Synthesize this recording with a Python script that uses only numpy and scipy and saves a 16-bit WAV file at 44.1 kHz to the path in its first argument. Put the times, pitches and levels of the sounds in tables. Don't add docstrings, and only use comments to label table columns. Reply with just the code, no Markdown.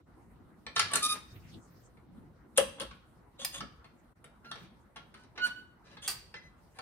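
import sys
import numpy as np
from scipy import signal
from scipy.io import wavfile

SR = 44100
rng = np.random.default_rng(int(sys.argv[2]) if len(sys.argv) > 2 else 0)


def unload_wav(signal):
    wavfile.write(
        sys.argv[1],
        SR,
        np.round(np.clip(np.atleast_2d(signal).T, -1, 1) * 32767).astype(np.int16),
    )


N = 300321
TIME = np.arange(N) / SR
CUTOFF_HZ = 15800
ATTACK_S = .014

# start_s, clack_db, crack_db, chatter_s (time to die by 60 dB)
RAIL_JOLTS = [(0.6645, -41, -62, 0.013), (0.7609, -29, -50, 0.032), (.779, -39, -43, 0.015),
              (0.7928, -25.5, -31, 0.027), (0.9339, -31.5, -26, 0.019), (0.955, -31.5, -21, 0.019),
              (1.971, -68, -81.5, 0.0084), (2.5742, -32.5, -18, 0.025), (2.7977, -42.5, -40, 0.023),
              (2.813, -43.5, -41.5, 0.044), (2.909, -51, -77, .04), (3.605, -40, -56, 0.014),
              (3.842, -57, -70, 0.045), (4.241, -55.5, -53, .026), (4.445, -55.5, -77, 0.067),
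              (4.513, -40.5, -50.5, 0.015), (4.555, -49.5, -62, 0.021), (4.9588, -46.5, -58.5, 0.074),
              (5.14, -53, -61, .06), (5.376, -42, -87, 0.034), (5.968, -50.5, -82, 0.036),
              (6.340, -44, -94, 0.017), (6.786, -44.5, -54, 0.016)]
# centre_hz, width_hz, level_db
RAIL_MODES = [(1082, 27, -7.5), (1353, 68, -2), (1723, 60, -7), (2165, 43, -5), (2395, 150, -14.5),
              (3230, 120, -3), (3930, 46, -6), (4490, 84, -1), (6600, 86, -32.5), (8500, 200, 5.5),
              (9755, 890, -0.5), (13500, 72, -11.5)]
TYPICAL_CLACK_DB = -45
THUD_DB, THUD_FOLLOWS = -61, 0.25
RING_DB, RING_FOLLOWS = -56, 1.575


def jolts(spread=0.047):
    out = np.zeros(N)
    for start_s, clack_db, crack_db, chatter_s in RAIL_JOLTS:
        harder_db = clack_db - TYPICAL_CLACK_DB
        thud_db = THUD_DB + THUD_FOLLOWS * harder_db
        ring_db = RING_DB + RING_FOLLOWS * harder_db
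        modes = [(hz * (1 + spread * rng.standard_normal()), width_hz, db)
                 for hz, width_hz, db in RAIL_MODES]
        force = soften(chatter(chatter_s), soft_hz=11800)
        jolt = body(force, modes, direct_db=-13)
        add(out, start_s, voiced(jolt, (thud_db, clack_db, ring_db, crack_db), ATTACK_S))
    return out


# start_s, end_s, thud_db, clack_db, ring_db, crack_db
HOOK_SLIDES = [(.75, .80, -56.5, -45, -42.5, -40), (.795, .9, -53.5, -56.5, -50.5, -68.5),
               (.905, 0.999, -43.5, -38, -49, -37.5), (1.02, 1.07, -47.5, -46, -30, -22),
               (1.075, 1.14, -58, -44, -48, -27.5), (1.125, 1.171, -48, -41.5, -49.5, -67),
               (4.558, 4.667, -73, -56.5, -61, -71), (5.152, 5.26, -65.5, -66.5, -62.5, -72.5),
               (5.352, 5.42, -52, -46.5, -57, -70), (5.432, 5.485, -57, -39, -46, -38.5),
               (5.836, 5.96, -58.5, -57, -58.5, -89), (6.737, 6.79, -63.5, -58.5, -69.5, -61)]


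def slides():
    return friction(HOOK_SLIDES, RAIL_MODES, direct_db=-9.0, soft_hz=12300,
                    slips_per_s=1200, uneven_db=2.5)


# full_s (at full strength), pitch_hz, level_db, rise_s, hold_s, fall_s,
# pressure (0-1), waver (share of the pitch)
PITCHED_SOUNDS = [(0.767, 1379, -41, .012, 0.029, 0.029, .1, 0.019),
                  (.915, 1142, -44, 0.018, 0.045, .03, 0, 0.028),
                  (.958, 1400, -40, .02, 0.011, .03, .1, .025),
                  (1.032, 1231, -34, .025, 0.035, 0.027, 0.9, 0.01),
                  (1.1, 1238, -35, .05, 0.026, 0.041, 1, 0.0093),
                  (3.397, 3800, -53, 0.02, 0.018, .03, 0, 0.06),
                  (4.46, 1388, -56.5, .03, 0.047, .03, 0.48, 0.0092),
                  (5.19, 1495, -65.5, .06, 0.038, 0.063, 0.2, 0.0075),
                  (5.445, 1469, -24, .068, 0.0068, 0.058, .05, 0.002),
                  (5.518, 1477, -39.5, .04, 0.0023, 0.033, 0, 0.0049),
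                  (5.56, 1488, -48, .03, .03, 0.083, 0.02, 0.009),
                  (6.366, 2046, -50, .025, .005, 0.059, 0, .02),
                  (6.426, 2015, -61, .03, 0.046, 0.066, 0, 0.013),
                  (6.797, 766, -52.5, .035, .013, .05, 0, 0.016)]


def pitched_sounds():
    out = np.zeros(N)
    for full_s, hz, level_db, rise_s, hold_s, fall_s, pressure, waver in PITCHED_SOUNDS:
        sound = pitched_swell(hz, rise_s, hold_s, fall_s, pressure, waver)
        add(out, full_s - rise_s, from_db(level_db) * sound)
    return out


# multiple (of the pitch), level_db
HARD_OVERTONES = [(1, 2.5), (2, -9.5), (3, -1.5), (4, -5), (5, -9.5), (6, -35), (7, -20), (8, -1), (9, -27),
                  (10, -22), (11, -30.5)]
# multiple (of the pitch), level_db
LIGHT_OVERTONES = [(1, 1), (2, -10.5), (3, -15), (4, -30), (5, -34.5), (6, -63), (7, -35.5)]
SWELL_RANGE_DB = 30
SWELL_ROUNDING = 1.22


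def pitched_swell(hz, rise_s, hold_s, fall_s, pressure, waver,
                  flutter_db=(3.5, 4), rough=(.3, .7), brighten=(.3, .15)):
    t = np.arange(SR // 2) / SR
    size = len(t)
    shares = [1 - np.clip(pressure, 0, 1), np.clip(pressure, 0, 1)]
    rising, falling = 1 - t / rise_s, (t - rise_s - hold_s) / fall_s
    slack = np.maximum(0, np.maximum(rising, falling))
    swell_db = -SWELL_RANGE_DB * slack ** SWELL_ROUNDING
    phase = 2 * np.pi * np.cumsum(hz * (1 + waver * drift(700, size=size))) / SR
    out = np.zeros(size)
    for k in range(1, min(len(HARD_OVERTONES), int(CUTOFF_HZ / hz)) + 1):
        light_hard_db = [np.interp(k, *np.transpose(table))
                         for table in (LIGHT_OVERTONES, HARD_OVERTONES)]
        partial_db = np.dot(shares, light_hard_db)
        brighten_db = np.dot(shares, brighten) * swell_db
        wander_db = np.dot(shares, flutter_db) * np.tanh(drift(140, size=size))
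        grip_db = np.log(k) * (brighten_db + wander_db)
        fray = np.dot(shares, rough) * np.log(k) * drift(400, size=size)
        gain = from_db(swell_db + partial_db + grip_db)
        out += np.sqrt(2) * gain * np.sin(k * phase + fray)
    return out


# start_s, thud_db, clack_db, ring_db, crack_db, chatter_s, ring_hz
HOOK_CLINKS = [(3.447, -71.5, -39.5, -40, -29.5, 0.025, 4884), (6.0763, -59, -38.5, -36, -29, 0.13, 4606)]
# multiple (of its ring pitch), width_hz, level_db
HOOK_MODES = [(.36, 60, -14), (.81, 200, -12), (1, 110, 3), (1.08, 160, -5), (1.95, 900, -7),
              (2.9, 1200, -9)]


def clinks():
    out = np.zeros(N)
    for start_s, *levels_db, chatter_s, ring_hz in HOOK_CLINKS:
        modes = [(multiple * ring_hz, width_hz, db) for multiple, width_hz, db in HOOK_MODES]
        clink = body(chatter(chatter_s), modes, direct_db=-14)
        add(out, start_s, voiced(clink, levels_db, ATTACK_S))
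    return out


# start_s, thud_db, clack_db, ring_db, crack_db, chatter_s
SHOULDER_KNOCKS = [(2.5801, -26, -20.5, -36, -34.5, 0.05), (2.805, -41.5, -59.5, -37, -64.5, 0.094),
                   (3.392, -55, -58.5, -62, -67, 0.22)]
# centre_hz, width_hz, level_db
WOOD_MODES = [(330, 19, -8.5), (418.5, 160, -10.5), (450, 41, -1), (550, 23, 13), (680, 40, -15.5),
              (804, 20, -8), (986, 13, -19.5), (1083, 60, -8.5), (1310, 64, -14), (1570, 650, -14.5),
              (2010, 39, -25), (2756, 106, -3), (2750, 48, -3.5), (2650, 150, -9.5), (3320, 130, -4),
              (3620, 60, -22), (9400, 700, -9.5)]


def knocks(push=15, push_s=0.0003):
    out = np.zeros(N)
    for start_s, *levels_db, chatter_s in SHOULDER_KNOCKS:
        force = soften(chatter(chatter_s), soft_hz=9500)
        add(force, .001, push * np.hanning(int(push_s * SR)))
        knock = body(force, WOOD_MODES, direct_db=-24)
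        add(out, start_s, voiced(knock, levels_db, ATTACK_S))
    return out


# start_s, end_s, thud_db, clack_db, ring_db, crack_db
SHOULDER_RUBS = [(2.558, 2.585, -59, -51, -45.5, -80), (2.765, 2.85, -49.5, -58, -72, -75.5),
                 (3.386, 3.452, -57, -49, -48, -50.5), (3.522, 3.595, -57.5, -44.5, -51, -43.5),
                 (6.015, 6.082, -72, -46.5, -51, -47.5)]
# centre_hz, width_hz, level_db
GRAIN_MODES = [(554, 9.3, 1.5), (1090, 41, -6.5), (3330, 300, -2), (3750, 140, -7), (6470, 110, -3.5),
               (9220, 680, -5)]


def rubs():
    return friction(SHOULDER_RUBS, GRAIN_MODES, direct_db=-18, soft_hz=12000,
                    slips_per_s=3000, uneven_db=2.5, ease_s=.018)


# middle_s, half_s (half length), bump_db (soft bump), swish_db
GARMENT_BRUSHES = [(0.297, 0.41, -60.5, -103), (1.334, 0.13, -56, -63), (1.49, 0.089, -56, -62),
                   (1.567, 0.043, -48, -75), (1.758, 0.14, -64.5, -69.5), (2.18, 0.29, -57, -86.5),
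                   (3.633, 0.042, -45, -76), (4.62, 0.062, -55.5, -70), (5.65, 0.11, -63.5, -86),
                   (6.756, .16, -76, -72)]
# (per Hz, relative)
BUMP_COLOUR = [(25, -28), (55, 1), (150, 0.5), (300, -6.5), (700, -27), (2000, -53.5), (16000, -84)]
# (per Hz, relative)
SWISH_COLOUR = [(25, -28), (1000, 0), (2500, -2.5), (6000, -2.5), (10000, -9), (14000, -9), (16000, -24.5)]
SWAY_DB, SWAY_FOLLOWS, SWAY_S = -37.5, .45, .04
RUSTLE_DB = -87.5


def cloth(contacts, knock_band_hz=(170, 1400)):
    keep = np.exp(-1 / (SWAY_S * SR))
    knock_power = band(contacts, *knock_band_hz) ** 2
    knock = np.sqrt(signal.lfilter([1 - keep], [1, -keep], knock_power))
    bump = from_db(SWAY_DB) * knock ** SWAY_FOLLOWS
    swish = from_db(RUSTLE_DB)
    for middle_s, half_s, bump_db, swish_db in GARMENT_BRUSHES:
        touch = bell(middle_s, half_s)
        bump = np.hypot(bump, from_db(bump_db) * touch)
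        swish = np.hypot(swish, from_db(swish_db) * touch)
    return bump * rush(BUMP_COLOUR, patchy_db=6) + swish * rush(SWISH_COLOUR, patchy_db=8.0)


# (per Hz, relative)
AIR_COLOUR = [(22, -37), (50, -3), (90, -9.5), (160, -7), (300, -13), (700, -21.5), (1000, -17.5),
              (1600, -24.5), (2300, -41.5), (4000, -41), (7000, -50.5), (9500, -37), (14000, -53.5),
              (16000, -57)]
# middle_s, half_s (half length), depth_db
DROPOUTS = [(0.042, 0.021, 26), (4.144, 0.011, 27)]
AIR_DB, AIR_FADE_DB_PER_S = -60, 0.15


def air():
    dropout_db = sum(depth_db * bell(middle_s, half_s) for middle_s, half_s, depth_db in DROPOUTS)
    level_db = AIR_DB - AIR_FADE_DB_PER_S * TIME - dropout_db
    return from_db(level_db) * rush(AIR_COLOUR, patchy_db=3.5)


# frequency_hz, t60_s
ROOM_DECAY = [(100, .42), (500, .4), (1500, .5), (3200, .55), (6000, .42), (10000, .35), (16000, .3)]
# frequency_hz, level_db
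ROOM_COLOUR = [(100, 22), (500, 4), (1500, 2), (3200, 1), (5000, -0.5), (9500, -7.5), (16000, -4)]


def room(x, pan_db, lag_ms, near_db, tail_db, near_t60_s=0.12):
    t = np.arange(int(.7 * SR)) / SR
    response = 0
    for hz, noise in stereo_bands(len(t)):
        near = from_db(near_db - 60 * t / near_t60_s) / np.sqrt(near_t60_s)
        tail = from_db(tail_db - 60 * t / at_hz(ROOM_DECAY, hz))
        response = response + noise * from_db(at_hz(ROOM_COLOUR, hz)) * (near + tail)
    fade_in = np.clip(t / 0.0022, 0, 1)
    response = response * fade_in * np.sqrt(np.log(1000) / SR)
    right = np.interp(TIME - lag_ms / 1000, TIME, x)
    direct = np.array([x, right]) * from_db([[pan_db / 2], [-pan_db / 2]])
    return direct + signal.fftconvolve(x[None], response, axes=1)[:, :N]


def chatter(length_s):
    t = np.arange(SR // 3) / SR
    uneven = from_db(3 * drift(900, size=len(t)))
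    bite = np.clip(t / .002, 0, 1)
    return rng.standard_normal(len(t)) * uneven * bite * from_db(-60 * t / length_s)


def friction(strokes, modes, direct_db, soft_hz, slips_per_s, uneven_db, ease_s=.014):
    out, t = np.zeros(N), np.arange(SR // 3) / SR
    for start_s, end_s, *levels_db in strokes:
        length_s = max(end_s - start_s, .02)
        ease = np.clip(np.minimum(t, length_s - t) / ease_s, 0, 1)
        pressure = ease * from_db(uneven_db * drift(200, size=len(t)))
        slips = (rng.random(len(t)) < slips_per_s / SR) * rng.standard_normal(len(t))
        stroke = body(soften(slips * pressure, soft_hz), modes, direct_db)
        add(out, start_s, voiced(stroke, levels_db, length_s))
    return out


def soften(force, soft_hz):
    return signal.sosfilt(signal.butter(4, min(soft_hz, .45 * SR), fs=SR, output="sos"), force)


def body(force, modes, direct_db):
    out = from_db(direct_db) * force
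    for k, (hz, width_hz, db) in enumerate(modes):
        r = np.exp(-np.pi * width_hz / SR)
        poles = [1, -2 * r * np.cos(2 * np.pi * hz / SR), r * r]
        ringing = (1 - r * r) / 2 * signal.lfilter([1, 0, -1], poles, force + 1e-18)
        out = out + (-1) ** k * from_db(db) * ringing
    return out


REGISTER_EDGES_HZ = [170, 850, 3400, 6800, 16000]


def voiced(sound, levels_db, length_s):
    out = 0
    edges = zip(REGISTER_EDGES_HZ, REGISTER_EDGES_HZ[1:])
    for k, (db, (low, high)) in enumerate(zip(levels_db, edges)):
        part = (-1) ** k * band(sound, low, high)
        out = out + from_db(db) * part / np.sqrt(np.mean(part[:int(length_s * SR)] ** 2))
    return out


def rush(spectrum, patchy_db):
    total = 0
    for hz, noise in stereo_bands(N):
        total = total + noise * from_db(at_hz(spectrum, hz) + patchy_db * drift(22))
    return rms_one(total)


# frequency_hz, correlation (left-right)
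SIDE_LIKENESS = [(30, .92), (120, .8), (300, .66), (700, .42), (1500, .12), (3000, 0)]


def stereo_bands(size):
    edges = np.geomspace(22, 17000, 20)
    white = rng.standard_normal((2, 2, size))
    for k, (low, high) in enumerate(zip(edges, edges[1:])):
        hz = np.sqrt(low * high)
        mid, side = band(white[k % 2], low, high)
        alike = np.clip(at_hz(SIDE_LIKENESS, hz), -1, 1)
        yield hz, np.sqrt(1 + alike) * mid + np.sqrt(1 - alike) * np.array([side, -side])


def bell(s, half_s):
    return np.exp(-np.minimum(((TIME - s) / half_s) ** 2, 50))


def drift(rate, size=N):
    knots = rng.standard_normal(size // 16 + 2)
    return np.interp(np.arange(size) * rate / SR, np.arange(len(knots)), knots)


def band(x, low, high):
    return signal.sosfilt(signal.butter(2, [low, high], "band", fs=SR, output="sos"), x + 1e-18)


def at_hz(points, hz):
    f, value = np.transpose(points)
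    return np.interp(np.log(hz), np.log(f), value)


def add(track, s, sound):
    i = int(s * SR)
    track[i:i + len(sound)] += sound[:N - i]


def from_db(db):
    return 10 ** (np.asarray(db) / 20)


def rms_one(x):
    return x / np.sqrt(np.mean(x ** 2) + 1e-20)


def scene():
    lag_ms, wood_lag_ms = .105, .21
    hooks = room(from_db(-3.5) * jolts(), pan_db=0, lag_ms=lag_ms, near_db=-3, tail_db=-1)
    sliding = room(from_db(-13) * slides(), pan_db=1.0, lag_ms=lag_ms, near_db=-2.5, tail_db=-1)
    pitched = room(pitched_sounds(), pan_db=-2.5, lag_ms=lag_ms, near_db=-14, tail_db=-12)
    hung = room(from_db(-2.5) * clinks(), pan_db=-2, lag_ms=.02, near_db=-5, tail_db=-.5)
    wood = room(from_db(-4.0) * knocks(), pan_db=3.5, lag_ms=wood_lag_ms, near_db=-2.5, tail_db=-7.5)
    rubbing = room(from_db(-6) * rubs(), pan_db=-1.0, lag_ms=lag_ms, near_db=-2, tail_db=-7.5)
    contacts = hooks + sliding + hung + wood + rubbing
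    return contacts + pitched + cloth(contacts.mean(axis=0)) + air()


def record(dry, presence_db=2, low_cut_hz=33):
    dipped = signal.lfilter(*signal.iirnotch(11750, 6, fs=SR), dry)
    top = band(dipped, 12600, 15000)
    bass_cut = signal.butter(2, low_cut_hz, "high", fs=SR, output="sos")
    coloured = signal.sosfilt(bass_cut, dipped + from_db(presence_db) * top)
    top_cut = signal.ellip(10, .3, 80, CUTOFF_HZ, fs=SR, output="sos")
    return signal.sosfilt(top_cut, coloured)


dry = scene()
out = record(dry)
unload_wav(out)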